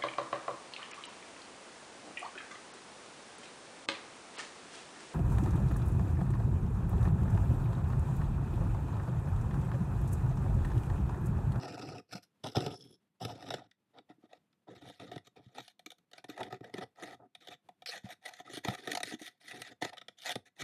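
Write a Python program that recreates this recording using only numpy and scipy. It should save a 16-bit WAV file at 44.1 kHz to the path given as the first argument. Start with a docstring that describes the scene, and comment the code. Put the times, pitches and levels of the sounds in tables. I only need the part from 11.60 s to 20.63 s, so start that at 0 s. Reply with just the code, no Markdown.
"""Kittens' claws drag through the carpet of a hollow climbing tower and snap loose from its loops.
Bursts of noise, in strokes and sharp catches, make the pile, a board and the hollow tube ring together.
The scratching passes from the tube's inner wall to its outer wall; one claw tip slides down the inside.
Padded paws land with soft knocks made of decaying tones. A little room echo and faint, coloured
noise for the air surround it all."""
import sys
import numpy as np
from scipy import signal
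from scipy.fft import rfft, irfft
from scipy.io import wavfile
from scipy.ndimage import uniform_filter1d

SR = 44100
rng = np.random.default_rng(int(sys.argv[2]) if len(sys.argv) > 2 else 0)


def inscribe(sig):
    """Save sig as 16-bit PCM at rate SR to the path in sys.argv[1].

    A 1-D sig is mono; a 2-D sig holds one channel per row.
    Samples are clipped to [-1, 1] before scaling.
    """
    pcm = np.round(np.clip(np.atleast_2d(sig).T, -1, 1) * 32767)
    wavfile.write(sys.argv[1], SR, pcm.astype(np.int16))


def convert_level_to_amplitude(level_db):
    """Map a level in decibels to its linear amplitude factor."""
    exponent = np.asarray(level_db, float) / 20
    return 10 ** exponent


N = 398223

# Claw strokes: start_s, end_s, pile_start_db, pile_end_db, weight_db (push on the tube over that on the pile)
CLAW_STROKES = [(0.0, 0.151, -47.5, -49.5, 6.5), (0.163, 0.393, -49.5, -53.5, 9.5),
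                (0.474, 0.529, -81.5, -32.5, -4), (0.543, 0.584, -39, -60, -4.5),
                (0.621, 0.659, -44, -95, -32), (0.831, 0.953, -40, -70.5, 3.5),
                (0.944, 1.144, -43, -57.5, 13.5), (1.16, 1.348, -70, -77, 19.5),
                (1.596, 1.764, -48, -59.5, 6.5), (1.75, 1.885, -66, -47.5, 4),
                (1.898, 1.997, -46.5, -60, -0.5), (1.97, 2.061, -62, -75.5, 6),
                (2.326, 2.389, -81.5, -64.5, 8), (2.482, 2.517, -67, -71.5, 3.5),
                (2.618, 2.652, -77, -66.5, 9.5), (2.685, 2.769, -73.5, -68.5, 5.5),
                (3.066, 3.132, -70.5, -61, 19), (3.144, 3.205, -50.5, -81.5, 3.5),
                (3.203, 3.304, -60, -55, 6), (3.277, 3.382, -56.5, -66, -12),
                (3.388, 3.507, -50.5, -66, 10), (3.511, 3.585, -49, -69.5, 7.5),
                (3.635, 3.67, -78, -51.5, -10.5), (3.755, 3.825, -53, -95, 14.5),
                (3.812, 3.95, -74, -73.5, 1), (3.939, 3.999, -57.5, -47.5, 3),
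                (4.007, 4.108, -59, -63.5, -28), (4.526, 4.595, -71.5, -52, -7),
                (4.681, 4.746, -43, -74, -7), (4.726, 4.81, -73.5, -40.5, 7),
                (4.807, 4.879, -54.5, -56, 9.5), (4.895, 4.966, -52.5, -64.5, 9),
                (5.025, 5.094, -59.5, -68, 12.5), (5.092, 5.186, -81, -44, 7.5),
                (5.199, 5.232, -49, -45.5, 7), (5.347, 5.436, -75.5, -40.5, 3.5),
                (5.443, 5.543, -53, -54.5, 3.5), (5.585, 5.657, -95.5, -94.5, 36),
                (5.799, 5.898, -59, -68, -8.5), (5.896, 5.944, -45, -62.5, -7),
                (6.261, 6.334, -44.5, -47, -44), (6.319, 6.378, -44.5, -49, -27),
                (6.38, 6.446, -61, -78, -34), (6.427, 6.512, -55.5, -50, -19.5),
                (6.496, 6.528, -46, -44.5, -26.5), (6.604, 6.644, -76, -55, -19),
                (6.645, 6.688, -42, -48, -24), (6.699, 6.811, -59, -57.5, -20),
                (6.84, 6.913, -62.5, -49, 4.5), (6.899, 6.982, -52, -41.5, -25),
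                (7.028, 7.148, -49.5, -40.5, -2.5), (7.165, 7.199, -46, -52, 1), (7.202, 7.31, -61, -38, 3),
                (7.31, 7.356, -47, -94, -13.5), (7.443, 7.541, -43.5, -40.5, -7),
                (7.582, 7.677, -54.5, -43, -18.5), (7.66, 7.8, -56, -92, -9),
                (7.797, 7.912, -64, -40.5, -11.5), (7.903, 8.007, -52.5, -51, 2),
                (8, 8.091, -56.5, -47.5, -14.5), (8.023, 8.12, -80.5, -50, 6.5),
                (8.208, 8.293, -38, -53.5, -12), (8.32, 8.41, -52, -94, -4),
                (8.566, 8.647, -62, -45.5, -30), (8.645, 8.716, -40, -31, -21.5),
                (8.849, 8.878, -54.5, -62, -9), (8.949, 9.03, -79.5, -25.5, -4)]
# Tones of the hollow tube: pitch_hz, width_hz, relative_level_db
TUBE_TONES = [(123, 26, 2), (188, 45, -7), (246, 40, -2), (300, 40, 0), (385, 45, -4), (440, 50, -7)]
# Broad part of the sound of the shaken frame: pitch_hz, relative_level_db (per Hz)
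FRAME_THUD = [(30, -51.5), (60, -27.5), (100, -4), (500, -5.5), (800, -21.5), (1400, -23)]


def rms_one(x):
    """Scale to unit rms, so that a later gain alone sets the level."""
    return x / np.sqrt(np.mean(x ** 2) + 1e-20)


def colour(x, points):
    """Filter with the given outline (pitch_hz, level_db); minimum phase, so it never sounds ahead of x."""
    size = 4096
    hz, db = np.transpose(points)
    log_hz = np.log(np.fft.rfftfreq(size, 1 / SR) + 1)
    log_gain = np.interp(log_hz, np.log(hz), db) * np.log(10) / 20
    # folding the cepstrum forward makes the filter minimum phase
    cepstrum = irfft(log_gain)
    cepstrum[1:size // 2] *= 2
    cepstrum[size // 2 + 1:] = 0
    response = irfft(np.exp(rfft(cepstrum)))
    return signal.fftconvolve(x, response)[:N]


def drift(rate_hz):
    """Slow random wander of unit rms: noise through two equal low-pass stages at rate_hz."""
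    step = 40   # samples between points of the wander
    r = np.exp(-2 * np.pi * step * rate_hz / SR)
    noise = rng.standard_normal(N // step + 2002)
    slow = signal.lfilter([1], [1, -2 * r, r * r], noise)[2000:]   # drop the filter's run-in
    return np.interp(np.arange(N) / step, np.arange(len(slow)), rms_one(slow))


def air():
    """Faint air of the room: coloured noise whose level wanders."""
    outline = [(24, -73), (40, -22), (170, 2.5), (562, -12), (1020, -15.5), (3560, -22.5), (5500, -29.5),
               (12400, -30.5), (15500, -38)]   # pitch_hz, relative_level_db (per Hz)
    level_db = -82 + 2.5 * drift(10)
    return convert_level_to_amplitude(level_db) * rms_one(colour(rng.standard_normal(N), outline))


def echoes(t60_s):
    """Short diffuse return of a soft room: noise falling 60 dB in t60_s, of unit energy."""
    t = np.arange(8192) / SR
    tail = rng.standard_normal(len(t)) * convert_level_to_amplitude(-60 * t / t60_s) * (t > 0.002)
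    return tail / np.sqrt(np.sum(tail ** 2))


def resonate(x, modes, place_db, tilt):
    """Parallel resonances; the moving claw drives each one now harder, now softer."""
    out = np.zeros(N)
    for k, (hz, width, db) in enumerate(modes):
        r = np.exp(-np.pi * width / SR)
        driven = x * convert_level_to_amplitude(db + place_db * drift(25) + tilt(hz)) + 1e-18
        poles = [1, -2 * r * np.cos(2 * np.pi * hz / SR), r * r]
        out += (-1) ** k * signal.lfilter([1 - r, 0, r - 1], poles, driven)
    return out


def paws():
    """Padded paws land softly; each landing rings the tube tones near its favoured pitch."""
    landings = [(0.55, -36, 198.5), (2.4, -55.5, 327), (2.501, -47.5, 309), (2.583, -59, 303),
                (2.638, -50.5, 276), (3.086, -45.5, 320), (3.864, -48.5, 150), (4.264, -46.5, 310),
                (4.693, -37, 328), (6.443, -37, 157), (7.084, -26.5, 154.6), (7.522, -37, 335),
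                (7.538, -33.5, 263), (7.614, -40.5, 306)]   # time_s, peak_db, best_pitch_hz
    contact_s, reach_octaves = 0.0029, 0.24   # time constant of the soft rise; 6 dB weaker at this distance
    out = np.zeros(N + SR)
    u = np.arange(8192) / SR
    for s, peak_db, best_hz in landings:
        knock = np.zeros(len(u))
        for hz, width, _ in TUBE_TONES:
            strength = convert_level_to_amplitude(-6 * (np.log2(hz / best_hz) / reach_octaves) ** 2)
            tone = np.sin(2 * np.pi * hz * rng.uniform(1.0, 1.03) * u)
            knock += strength * tone * np.exp(-np.pi * width * u)
        knock *= 1 - np.exp(-u / contact_s)
        i = round(s * SR)
        out[i:i + len(u)] += convert_level_to_amplitude(peak_db) * knock / np.abs(knock).max()
    return out[:N]


def slide():
    """A claw tip slides down the inner wall; uneven skips over a thin rub ring its high resonances."""
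    ring = [(3336, 110, -1), (5320, 150, 1.5), (10660, 410, -14)]   # pitch_hz, width_hz, relative_level_db
    start_s, end_s = 1.1, 1.365
    usual_skips_per_s, skip_s, rub = 62, 0.005, 0.29   # skip_s: time constant of each skip's fall
    turns = np.cumsum(usual_skips_per_s * convert_level_to_amplitude(1.2 * drift(38)) / SR)
    skips = (np.diff(np.floor(turns), prepend=0) > 0) * convert_level_to_amplitude(1.9 * drift(54))
    r = np.exp(-1 / (skip_s * SR))
    force = (rub + signal.lfilter([1], [1, -r], skips)) * rng.standard_normal(N)
    way = (np.arange(N) / SR - start_s) / (end_s - start_s)   # 0 to 1 along the slide
    touch = np.clip(np.minimum(way / 0.1, (1 - way) / 0.017), 0, 1)
    level_db = -57.5 - 13 * way.clip(0, 1)
    return touch * convert_level_to_amplitude(level_db) * rms_one(resonate(force, ring, place_db=4.5, tilt=lambda hz: 0))


def spot(s, axis):
    """Board level (axis 1), brightness (2) or bass (3) of the spot scratched at time s."""
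    # time_s, board_over_pile_db, brightness_db_per_octave, tube_bass_db
    places = np.array([(0, -0.5, -2.5, -1), (0.95, -1, 0.8, 1), (1.17, -15, 5, -4), (1.6, 2.5, 0.5, 4),
                       (2.35, 9, -6, 3), (2.65, 4.5, -1.5, -21), (3.2, -2.5, -1, 0), (3.8, 0, -0.5, -4),
                       (4.05, -3, -2, -11), (4.5, -2, -2.5, -9), (5.05, 2, -0.5, -5), (5.48, 5, -0.3, -24),
                       (5.59, 12, 4, 2), (5.73, -2.5, -0.8, -22.5), (6.3, 11.5, -3.5, 0),
                       (7.3, -6, 0.5, -21), (8.0, -8.5, -0.5, -4), (8.3, 11, -3, -9.5), (9.0, -9, -0.5, 2)])
    return np.interp(s, places[:, 0], places[:, axis])


def brightness():
    """Spot and weight tilt each stroke's treble; the tilt holds until the next stroke starts."""
    starts, weights = np.array(CLAW_STROKES)[:, 0], np.array(CLAW_STROKES)[:, -1]
    tilts = spot(starts, axis=2) - 0.12 * weights   # dB per octave; a heavy stroke is duller
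    current = (np.searchsorted(starts, np.arange(N) / SR) - 1).clip(0)
    return uniform_filter1d(tilts[current], size=300)


def lean():
    """Gain of the pile in dB at a pitch: the stroke's tilt plus the ring favoured under the claw."""
    # The patch of pile rings best near one pitch until the claw moves on: time_s, pitch_hz
    s, best_hz = np.transpose([(0, 5670), (0.45, 3920), (0.799, 3370), (2.45, 1470), (2.6, 3890),
                               (4.5, 1370), (4.73, 1930), (5.7, 3740), (6.25, 4550), (6.31, 1970),
                               (8.36, 3570), (8.64, 1960)])
    tilt = brightness()
    row = (np.searchsorted(s, np.arange(N) / SR) - 1.0).clip(0)
    row = uniform_filter1d(row, size=200)

    def gain_db(hz):
        octaves_away = np.log2(hz / best_hz)
        favour_db = 6 * np.exp(-(octaves_away / 0.16) ** 2)
        return tilt * np.log2(hz / 3500) + np.interp(row, np.arange(len(s)), favour_db)

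    return gain_db


def patches(x, place_db, tilt):
    """Half-octave bands that swell and shrink on their own and follow the given tilt."""
    out = np.zeros(N)
    edges = 1000 * 2.0 ** np.arange(-5, 4.5, 0.5)
    for low, high in zip(edges, edges[1:]):
        band_pass = signal.butter(2, [low, high], "band", fs=SR, output="sos")
        band = signal.sosfilt(band_pass, x + 1e-18)
        out += band * convert_level_to_amplitude(0.55 * place_db * drift(21) + tilt(np.sqrt(low * high)))
    return out


def body(force, modes, broad, broad_db, place_db, tilt=lambda hz: 0):
    """A part rings in its modes plus a broad band; scaled by the power unit noise would get, unwandered."""
    power = convert_level_to_amplitude(2 * broad_db) * np.sum(colour(signal.unit_impulse(4096), broad) ** 2)
    rings = np.zeros(N)
    for table, share in modes:
        for hz, width, db in table:
            power += 2 * np.pi / SR * np.mean(share ** 2) * width * convert_level_to_amplitude(2 * db)
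        rings += share * resonate(force, table, place_db, tilt)
    hiss = convert_level_to_amplitude(broad_db) * patches(colour(force, broad), place_db, tilt)
    return (rings + hiss) / np.sqrt(power)


def snaps(usual_per_s, spread_db, rub):
    """Loops of pile let go in clumps, over a steady rub of fibres; unit rms."""
    sizes = convert_level_to_amplitude(spread_db * np.minimum(rng.exponential(1, N), 5)) * rng.choice([-1, 1], N)
    born = rng.random(N) < usual_per_s * convert_level_to_amplitude(5 * drift(40)) / SR
    return rms_one(rms_one(sizes * born) + rub * rng.standard_normal(N))


def drag(part, taper_s):
    """Force of the strokes on a part (0 pile, 1 board, 2 tube): a ramp in dB with rounded ends."""
    power = np.zeros(N)
    for start, end, first_db, last_db, weight_db in CLAW_STROKES:
        i, j = round(start * SR), min(round(end * SR + taper_s * SR), N)
        ends = signal.windows.tukey(j - i, min(2 * taper_s * SR / (j - i), 1))
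        if i == 0:   # already under way
            ends[:(j - i) // 2] = 1
        board_db = spot(start, axis=1) + 0.57 * weight_db   # more weight shakes the board more too
        level_db = np.linspace(first_db, last_db, j - i) + [0, board_db, weight_db][part]
        power[i:j] += (ends * convert_level_to_amplitude(level_db)) ** 2
    return np.sqrt(power)


def jolts(part, rise_s, fall_s, catch_db):
    """Force of the catches on a part: a claw loads a loop briefly and slips off."""
    # time_s, pile_level_db, weight_db (push on the tube over that on the pile)
    s, pile_db, weight_db = np.transpose([(0.838, -37.5, 5), (0.9556, -28.5, 2), (0.966, -25, 7),
                                          (1.0036, -31, 4.5), (1.061, -28, 5), (1.614, -64, 11),
                                          (1.6488, -27, -2.5), (1.9035, -27.5, -2.5), (1.938, -26, 2.5),
                                          (2.1111, -54.5, -48), (2.3842, -47, -16), (2.5046, -55.5, -3),
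                                          (2.7292, -46, -21), (2.927, -62, -56.5), (3.397, -38.5, -14),
                                          (3.5143, -38.5, 8.5), (3.5592, -39, 11), (3.577, -39.5, -10),
                                          (3.6701, -44.5, -6), (3.981, -32, 0), (4.078, -40.5, -82),
                                          (4.192, -45.5, -47.5), (4.26, -34, -21), (4.3024, -38, -46),
                                          (4.316, -40, -38), (4.382, -57.5, -40), (4.5127, -50.5, -21),
                                          (4.5312, -38, -20), (4.579, -38, -23), (4.6406, -37.5, -4),
                                          (4.6966, -35, -33), (4.776, -38, -5), (4.8298, -30.5, -40),
                                          (4.924, -34.5, 6), (5.0064, -52.5, 19.5), (5.042, -40.5, -36),
                                          (5.1386, -34, 9), (5.1798, -35.5, 6), (5.423, -37.5, 2),
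                                          (5.749, -38, -41), (5.871, -38, -38), (5.883, -36.5, 2),
                                          (6.087, -47.5, -10), (6.22, -42.5, -13.5), (6.2586, -28, -79),
                                          (6.287, -34, -49), (6.735, -38.5, -92), (6.799, -40.5, -7),
                                          (6.9333, -34.5, -0.5), (6.9696, -30, 0.5), (7.047, -26.5, 5),
                                          (7.072, -37, -16.5), (7.0821, -24.5, 4.5), (7.2724, -26.5, -6),
                                          (7.315, -21.5, -58), (7.3296, -28, -2), (7.3495, -19, -23),
                                          (7.3714, -23.5, -19), (7.4021, -31.5, -7), (7.43, -19.5, -18),
                                          (7.616, -35, -2), (8.0165, -26.5, -61), (8.2209, -22, -13.5),
                                          (8.2471, -25.5, -8.5),  (8.331, -39.5, -26), (8.369, -40, -31),
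                                          (8.379, -36.5, -58), (8.413, -40, -13), (8.4819, -36.5, -23),
                                          (8.7541, -25.5, -0.5)])
    board_db = 0.28 * spot(s, axis=1) + 0.25 * weight_db
    at = np.zeros(N)
    at[np.round(s * SR).astype(int)] = convert_level_to_amplitude(pile_db + [0, board_db, weight_db][part] + catch_db)
    u = np.arange(4096) / SR
    shape = (1 - np.exp(-u / rise_s)) ** 2 * np.exp(-u / fall_s)
    return signal.fftconvolve(at, shape / shape.max())[:N].clip(0)


def tube(coarse, torn):
    """Strokes and shoves ring the hollow tube; carpet muffles its treble, the spot sets its bass."""
    shove = jolts(part=2, rise_s=0.00036, fall_s=0.00021, catch_db=7) * (0.16 + 1.12 * torn)
    force = drag(part=2, taper_s=0.013) * coarse + shove
    ringing = body(force, [(TUBE_TONES, np.ones(1))], FRAME_THUD, broad_db=-3.5, place_db=2.8)
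    ringing = signal.sosfilt(signal.butter(2, 800, fs=SR, output="sos"), ringing)
    # split at 245 Hz; each filter runs twice so that the halves add up evenly
    low_pass = signal.butter(2, 245, "low", fs=SR, output="sos")
    high_pass = signal.butter(2, 245, "high", fs=SR, output="sos")
    bass = signal.sosfilt(np.tile(low_pass, (2, 1)), ringing)
    upper = signal.sosfilt(np.tile(high_pass, (2, 1)), ringing)
    return upper + bass * convert_level_to_amplitude(spot(np.arange(N) / SR, axis=3))


def board(coarse, torn):
    """Each pull shakes a board, which rings in a few tones; carpet muffles its treble."""
    tones = [(725, 60, 0), (485, 60, -10), (1250, 90, -16)]   # pitch_hz, width_hz, relative_level_db
    force = drag(part=1, taper_s=0.014) * coarse
    force += jolts(part=1, rise_s=0.0014, fall_s=0.003, catch_db=-4) * torn
    ringing = body(force, [(tones, np.ones(1))], FRAME_THUD, broad_db=-10, place_db=4.5)
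    return signal.sosfilt(signal.butter(4, 1500, fs=SR, output="sos"), ringing)


def pile(fine, torn, outside):
    """Snapping loops hiss and ring the carpet, whose tones pass from the inner to the outer wall."""
    # Tones of the carpet on each wall: pitch_hz, width_hz, relative_level_db
    inner_tones = [(1440, 90, -2), (1780, 100, -3), (2600, 100, -6), (3300, 250, -5), (4230, 110, -5),
                   (5250, 400, -3), (10800, 450, -13)]
    outer_tones = [(1450, 70, -9), (1780, 130, 0), (1960, 130, -1), (2280, 120, -4), (3520, 200, -5.5),
                   (3800, 150, -6), (4250, 130, -7), (4640, 300, -10)]
    # Broad part of a snapping loop: pitch_hz, relative_level_db (per Hz)
    loop_hiss = [(800, -36.5), (1300, 6), (2500, 8.5), (5000, 6.5), (8000, -2.5), (12500, -6.5),
                 (15500, -40)]
    force = drag(part=0, taper_s=0.016) * fine
    force += jolts(part=0, rise_s=0.00071, fall_s=0.0036, catch_db=-5) * torn
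    walls = [(inner_tones, np.sqrt(1 - outside)), (outer_tones, np.sqrt(outside))]
    return body(force, walls, loop_hiss, broad_db=-8.5, place_db=2.8, tilt=lean())


def tower():
    """The same snaps reach pile, board and tube; a catch tears many fibres at once and shoves the frame."""
    # Passage of the scratching from the inner to the outer wall: start_s, end_s
    moves_out_s = (1.66, 2.4)
    outside = np.interp(np.arange(N) / SR, moves_out_s, [0, 1])
    grip = convert_level_to_amplitude((3.2 - 1.3 * outside) * drift(70))   # the pull is jerky, less so on the outer wall
    # the outer carpet is denser and smoother, so it rubs more
    fine = grip * snaps(3000, spread_db=4, rub=0.62 + 0.19 * outside)
    coarse = rms_one(fine + 0.84 * snaps(400, spread_db=4.5, rub=1))
    torn = snaps(5700, spread_db=0, rub=13)
    scratching = pile(fine, torn, outside) + board(coarse, torn) + tube(coarse, torn)
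    return scratching + slide() + paws()


def scene():
    """The tower near the middle, a little room, faint air; two close ports differ slightly."""
    width = [(60, -30), (300, -36), (1100, -16.5), (2400, -30.5), (3600, -23), (15000, -24.5)]   # pitch_hz, side_over_mid_db
    claws = tower()
    mid = claws + convert_level_to_amplitude(-15) * signal.fftconvolve(claws, echoes(0.15))[:N]
    mid += air()
    side = colour(signal.fftconvolve(mid, echoes(0.024))[:N], width)
    return np.array([mid + side, mid - side])


def top_cut(x):
    """Nothing passes above the cut-off."""
    return signal.sosfilt(signal.butter(12, 15660, fs=SR, output="sos"), x)


def record(dry):
    """The microphone loses the lowest bass (below 65 Hz) and the top (above 13.6 kHz)."""
    no_rumble = signal.sosfilt(signal.butter(3, 65, "high", fs=SR, output="sos"), dry)
    dull = signal.sosfilt(signal.butter(6, 13600, fs=SR, output="sos"), no_rumble)
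    return top_cut(dull)


dry = scene()
out = record(dry)
inscribe(out)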